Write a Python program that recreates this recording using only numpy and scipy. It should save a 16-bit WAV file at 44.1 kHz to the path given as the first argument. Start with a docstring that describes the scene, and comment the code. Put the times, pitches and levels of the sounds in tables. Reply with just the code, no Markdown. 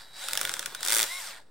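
"""In a small, dry workshop, a cordless drill drives a screw into wood, close to the microphones.
The speed controller whistles, motor and gears wind up, and the bit knocks in the screw head ever
more slowly. A second squeeze of the trigger makes the clutch ratchet; then the motor runs free
for a moment and coasts to a stop."""
import sys
import numpy as np
from scipy import signal
from scipy.fft import rfft, irfft, next_fast_len
from scipy.io import wavfile
from scipy.ndimage import map_coordinates

SR = 44100
rng = np.random.default_rng(int(sys.argv[2]) if len(sys.argv) > 2 else 0)


def inscribe(sig):
    """Save sig as 16-bit PCM at rate SR to the path in sys.argv[1].

    A 1-D sig is mono; a 2-D sig holds one channel per row.
    Samples are clipped to [-1, 1] before scaling.
    """
    pcm = np.round(np.clip(np.atleast_2d(sig).T, -1, 1) * 32767)
    wavfile.write(sys.argv[1], SR, pcm.astype(np.int16))


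N = 66150


def amp(db):
    """Turn decibels into a gain."""
    return 10 ** (np.asarray(db) / 20)


def unit(x):
    """Scale to an average power of 1."""
    return x / np.sqrt(np.mean(x ** 2) + 1e-20)


def along(points, hz):
    """Read a table of (frequency, value) points on a log axis."""
    f, v = np.transpose(points)
    return np.interp(np.log(hz + 1), np.log(f + 1), v)


def curve(points):
    """Read a table of (time, value) points at every sample."""
    return np.interp(np.arange(N) / SR, *np.transpose(points))


def wobble(rate):
    """A smooth curve through `rate` random values a second."""
    return map_coordinates(rng.standard_normal(int(N * rate / SR) + 4), [np.arange(N) * rate / SR])


def filtered(x, response):
    """Multiply each frequency in x by response(frequency)."""
    size = 2 * next_fast_len(N)
    return irfft(rfft(x, size) * response(np.fft.rfftfreq(size, 1 / SR)), size)[..., :N]


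def causal(gain):
    """A filter of this shape and power 1 that rings after a hit, never before (minimum phase)."""
    cepstrum = irfft(np.log(unit(gain) + 1e-6))
    cepstrum[1:len(cepstrum) // 2] *= 2
    cepstrum[len(cepstrum) // 2 + 1:] = 0
    return np.exp(rfft(cepstrum))


# pitches at which drill and wood ring: f/Hz, width/Hz, relative level/dB
RESONANCES = [(353, 60, 2), (541, 28, -1.5), (1460, 99, -2), (1730, 140, -9), (3500, 270, 4),
              (5570, 1400, -2), (9170, 1200, -2)]
def body(hz, ring_db):
    """Drill and wood boost the sound near their own pitches; ring_db sets how much."""
    peaks = sum(amp(db + ring_db) ** 2 / (1 + (2 * (hz - centre) / width) ** 2)
                for centre, width, db in RESONANCES)
    return np.sqrt(1 + peaks)


# how alike left and right are: f/Hz, likeness (1 or more means the same)
LIKENESS = [(60, 0.5), (400, 0.88), (1400, 2), (3000, 0.72), (9200, 0.5), (14000, -0.3)]
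def radiate(pair, colour, ring_db=-60):
    """Give two unrelated signals a tone colour and spread them over left and right."""
    def response(hz):
        angle = np.arccos(np.clip(along(LIKENESS, hz), -1, 1)) / 2
        return causal(amp(along(colour, hz)) * body(hz, ring_db)) * [np.cos(angle), np.sin(angle)]
    mid, side = filtered(pair, response)
    return np.array([mid + side, mid - side])


def blows(rows, attack_s, decay_s, rattle_db, rattle_s, repeat=0):
    """Each hit is a sharp noise burst with a weaker rattle; the share `repeat` is alike every time."""
    out, t = np.zeros((2, N + SR)), np.arange(SR // 20) / SR
    fade = np.exp(-t / decay_s) + amp(rattle_db) * np.exp(-t / rattle_s)
    shape = (1 - np.exp(-t / attack_s)) * fade
    pattern = rng.choice([-1, 1], (2, len(t)))
    for start, db in rows:
        fresh = rng.choice([-1, 1], pattern.shape)
        burst = shape * (np.sqrt(repeat) * pattern + np.sqrt(1 - repeat) * fresh)
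        burst /= np.linalg.norm(burst, axis=1, keepdims=True)
        out[:, round(start * SR):][:, :len(t)] += amp(db) * burst
    return out[:, :N]


# tone colour of the background: f/Hz, relative level/dB
BACKGROUND_COLOUR = [(25, 0), (140, 0), (1000, -9), (15000, -40)]
def background():
    """A faint, steady, low rush of noise."""
    return amp(-66.5) * radiate(rng.standard_normal((2, N)), BACKGROUND_COLOUR)


# how long the echo takes to fade by 60 dB: f/Hz, t/s
ECHO_FADE = [(200, 0.29), (12000, 0.2)]
def room(x):
    """The room answers with a short, blurred echo, different on each side."""
    hz, t, noise = signal.stft(rng.standard_normal((2, SR // 4)), SR, nperseg=256)
    tail = signal.istft(noise * amp(-60 * t / along(ECHO_FADE, hz)[:, None]), SR, nperseg=256)[1]
    return signal.fftconvolve(x, tail / np.linalg.norm(tail[0]), axes=1)[:, :N]


def bench(knocks, low_hz=135, width_hz=70):
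    """Each knock thuds softly through the wood into the cloth-covered bench."""
    hits = [(start, -15) for start, *_ in knocks]
    thuds = blows(hits, attack_s=.00094, decay_s=.0093, rattle_db=-3, rattle_s=.02)[0]
    return filtered(thuds, lambda f: 1j * f * width_hz / (low_hz ** 2 - f ** 2 + 1j * f * width_hz))


# buzz while the motor creeps: t/s, relative level/dB
BUZZ_LEVEL = [(.025, -52.5), (.1, -67), (.165, -49.5), (.25, -66), (.4, -100)]
def brushes(turns, ring_hz=4710, width_hz=460):
    """The motor's sliding contacts tick twice a turn and ring at one high pitch."""
    ticks = np.diff(np.floor(2 * turns), prepend=0) * amp(2.7 * wobble(200))
    ring = filtered(ticks, lambda f: (2j * f * width_hz / (ring_hz**2 - f**2 + 2j * f * width_hz)) ** 2)
    return amp(curve(BUZZ_LEVEL) + .5) * unit(ring)


# loudness of the whistle: t/s, level/dB
WHISTLE_LEVEL = [(.11, -59), (.16, -51), (.25, -48), (.45, -55), (.745, -68), (.775, -49.5), (.85, -50),
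                 (1.05, -54), (1.09, -47), (1.185, -47), (1.21, -85)]
def controller(switch_hz=3886, overtone_end_s=.16):
    """The switched motor current whistles at one pitch until the trigger is let go."""
    t = np.arange(N) / SR
    phase = 2 * np.pi * switch_hz * t + .14 * wobble(55)
    barely_pressed = np.clip((overtone_end_s - t) / .043, 0, 1)
    overtone = amp(-73) * np.sin(3 * phase) * barely_pressed
    return np.sqrt(2) * (amp(curve(WHISTLE_LEVEL)) * np.sin(phase) + overtone)


# loudness of the rubbing: t/s, level/dB
RUB_LEVEL = [(.265, -69), (.3, -48), (.48, -43.5), (.62, -50.5), (.9, -53), (1.055, -40.5), (1.085, -84)]
# its tone colour: f/Hz, relative level/dB
RUB_TONE = [(50, -16), (135, -1.5), (230, -7.5), (550, 1), (1600, -1), (3500, -15.5)]
def thread(grain_db=3):
    """The screw's thread rubs unevenly in the wood as long as the bit drives it."""
    rubbing = unit(amp(grain_db * wobble(160)) * rng.standard_normal((2, N)))
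    return amp(curve(RUB_LEVEL)) * radiate(rubbing, RUB_TONE, ring_db=-2.5)


# loudness of the whine: t/s, relative level/dB
WHINE_LEVEL = [(.14, -74), (.23, -48), (.7, -63), (1.06, -51), (1.105, -43.5), (1.175, -43), (1.205, -48),
               (1.36, -54)]
# its tones: multiple of the shaft speed, relative level/dB
WHINE_TONES = [(2, -10.5), (3, -5.5), (6, -3.5), (9, -9), (12, -7.5), (15, -4)]
# its roughness, lowest while running free under power: t/s, phase jitter/rad
ROUGHNESS = [(.22, .6), (.29, 1.5), (1.04, 1.3), (1.08, .3), (1.185, .3), (1.23, 1.0)]
def motor(speed, turns, shell_hz=2100, shell_width_hz=420, shell_db=8):
    """The whine follows the shaft; the drill's shell sings when a tone crosses its own pitch."""
    whine, jitter = np.zeros((2, N)), curve(ROUGHNESS)
    for multiple, db in WHINE_TONES:
        phase = 2 * np.pi * multiple * turns + jitter * wobble(300)
        flutter_db = (1 + 2 * jitter) * wobble(110)
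        lift_db = shell_db / (1 + (2 * (multiple * speed - shell_hz) / shell_width_hz) ** 2)
        stereo_drift = .089 * np.array([wobble(17), wobble(12)])
        whine += amp(db + lift_db + flutter_db) * np.sin(phase + stereo_drift)
    bass_cut = signal.butter(4, 600, 'high', fs=SR, output='sos')
    return amp(curve(WHINE_LEVEL)) * signal.sosfilt(bass_cut, whine)


def teeth(turns, uneven_db=4):
    """Uneven gear teeth repeat with the shaft, making many tones that fade in and out."""
    tones = np.zeros((2, N))
    for multiple in range(2, 44):
        strength = amp(uneven_db * wobble(14.12))
        phase = 2 * np.pi * (multiple * turns + rng.random((2, 1)))
        tones += strength * np.sin(phase + .75 * wobble(90))
    return unit(tones)


# loudness of the gears: t/s, level/dB
GEAR_LEVEL = [(0, -48.5), (.06, -56.5), (.12, -58.5), (.16, -48), (.23, -39.5), (.5, -40.5), (.69, -48),
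              (.79, -49.5), (.85, -36.5), (.93, -33.5), (1.02, -36), (1.065, -38.5), (1.29, -41.5),
              (1.38, -51.5), (1.45, -71)]
# their tone colour when fast and when slow: f/Hz, relative level/dB
FAST_COLOUR = [(150, -50), (440, -17.5), (540, -7), (1100, -3.5), (1700, -1.5), (4700, -3.5), (6300, -7),
               (7400, -0.5), (9300, -3.5), (11000, -8.5), (13800, -4), (15800, -14.5)]
SLOW_COLOUR = [(400, -17), (800, 1), (1200, -5), (1800, 2.5), (2700, -12.5), (3700, -2), (4500, -4),
               (6300, -13.5), (8500, -5), (11000, -19.5)]
def gears(speed, turns, crawl_turns_per_s=140, chatter_db=2, teeth_db=-4):
    """Tooth tones and rubbing noise pulse with the shaft and are duller at a crawl."""
    pulse = amp(chatter_db * np.cos(2 * np.pi * turns) + 1.5 * wobble(500))
    fast_share = 1 / (1 + np.exp((crawl_turns_per_s - speed) / 35))
    grinding = rng.standard_normal((2, N)) + amp(teeth_db) * teeth(turns)
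    fast = radiate(unit(pulse * grinding), FAST_COLOUR, ring_db=1)
    slow = radiate(unit(pulse * rng.standard_normal((2, N))), SLOW_COLOUR)
    return amp(curve(GEAR_LEVEL)) * (np.sqrt(fast_share) * fast + np.sqrt(1 - fast_share) * slow)


# the clutch jumps a tooth: t/s, relative level/dB
SNAPS = [(.8496, -26), (.8619, -24.5), (.8747, -24), (.8841, -20), (.8953, -24), (.9036, -20), (.9144, -22),
         (.9223, -16), (.9311, -19), (.9402, -20), (.9483, -19), (.9576, -20), (.9662, -17), (.9749, -20),
         (.9837, -19), (.9926, -19), (1.001, -19), (1.0107, -21), (1.019, -21), (1.0291, -18),
         (1.0392, -24), (1.065, -35)]
# tone colour of the snaps: f/Hz, relative level/dB
SNAP_COLOUR = [(100, -41), (340, -17.5), (800, -10.5), (1400, -5.5), (2420, -6), (3460, -7.5), (9150, -6),
               (15500, -6.5)]
def clutch():
    """The clutch balls snap over their ramps, much the same way at every tooth."""
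    snaps = blows(SNAPS, attack_s=.0005, decay_s=.0009, rattle_db=-24, rattle_s=.01, repeat=.4)
    return amp(21) * radiate(snaps, SNAP_COLOUR, ring_db=6.5)


# the bit knocks in the screw head: t/s, relative steel level/dB, relative wood level/dB
BIT_KNOCKS = [(.2851, -24.5, -20), (.3098, -35, -27.5), (.3329, -20, -23.5), (.3531, -27, -19.5),
              (.3743, -17.5, -18), (.3926, -33, -24.5), (.4131, -20, -18.5), (.4312, -28.5, -26),
              (.4514, -21, -17.5), (.4740, -33, -22), (.4936, -26, -18), (.5158, -31, -26.5),
              (.5389, -23.5, -24), (.5667, -37, -23), (.5934, -24, -24), (.6267, -35, -23),
              (.659, -23, -23.5), (.7478, -29, -24.5), (.8072, -34, -29), (.8299, -24.5, -22.5)]
# tone colour of the knocks: f/Hz, relative level/dB
BIT_COLOUR = [(400, -29), (900, -8), (1430, -6.5), (2700, -4.5), (5700, -7.5), (8950, -7), (11500, -11),
              (15000, -7)]
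def bit(speed, full_turns_per_s=356):
    """Steel cracks on steel and the wood answers lower down; a slower bit gives a longer, softer knock."""
    hits = np.zeros((2, N))
    bright = signal.butter(2, 2400, 'high', fs=SR)
    woody = signal.butter(2, [1200, 1850], 'band', fs=SR)
    for start, steel_db, wood_db in BIT_KNOCKS:
        slow = full_turns_per_s / speed[round(start * SR)]
        shape = dict(attack_s=.00013 * slow ** 3, decay_s=.00065 * slow, rattle_db=-29, rattle_s=.006)
        crack = signal.lfilter(*bright, blows([(start, steel_db)], **shape))
        knock = signal.lfilter(*woody, blows([(start, 0)], **shape))
        hits += crack + amp(wood_db - 12.5) * knock / np.linalg.norm(knock, axis=1, keepdims=True)
    return amp(21) * radiate(hits, BIT_COLOUR, ring_db=8)


# how fast the motor's shaft spins: t/s, speed/(turns per s)
SHAFT_SPEED = [(.025, 110.4), (.06, 78.5), (.12, 79.4), (.2, 209), (.24, 262), (.44, 337), (.7, 147),
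               (.78, 154), (.91, 312), (1.06, 300), (1.092, 325), (1.128, 352), (1.17, 365), (1.19, 360),
               (1.23, 295), (1.33, 150), (1.43, 19.5)]
def scene():
    """Drill, bench and room echo over a quiet background."""
    speed = curve(SHAFT_SPEED)
    turns = np.cumsum(speed * (1 + .00294 * wobble(60))) / SR
    drill = bit(speed) + clutch() + thread() + gears(speed, turns) + motor(speed, turns) + brushes(turns)
    return background() + drill + amp(-11) * room(drill) + controller() + bench(BIT_KNOCKS)


# balance of the microphones: f/Hz, left minus right level/dB
BALANCE = [(1200, 0.15), (3400, -1.5), (5600, -1), (9200, 4.5), (11500, -0.5), (13800, -7)]
def record(dry, top_hz=15850, offset=-.0026):
    """Two microphones differ in colour; the highest treble is cut and the wave sits just off zero."""
    sides = np.array([[.5], [-.5]])
    return filtered(dry, lambda hz: amp(along(BALANCE, hz) * sides) * (hz < top_hz)) + offset


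dry = scene()
out = record(dry)
inscribe(out)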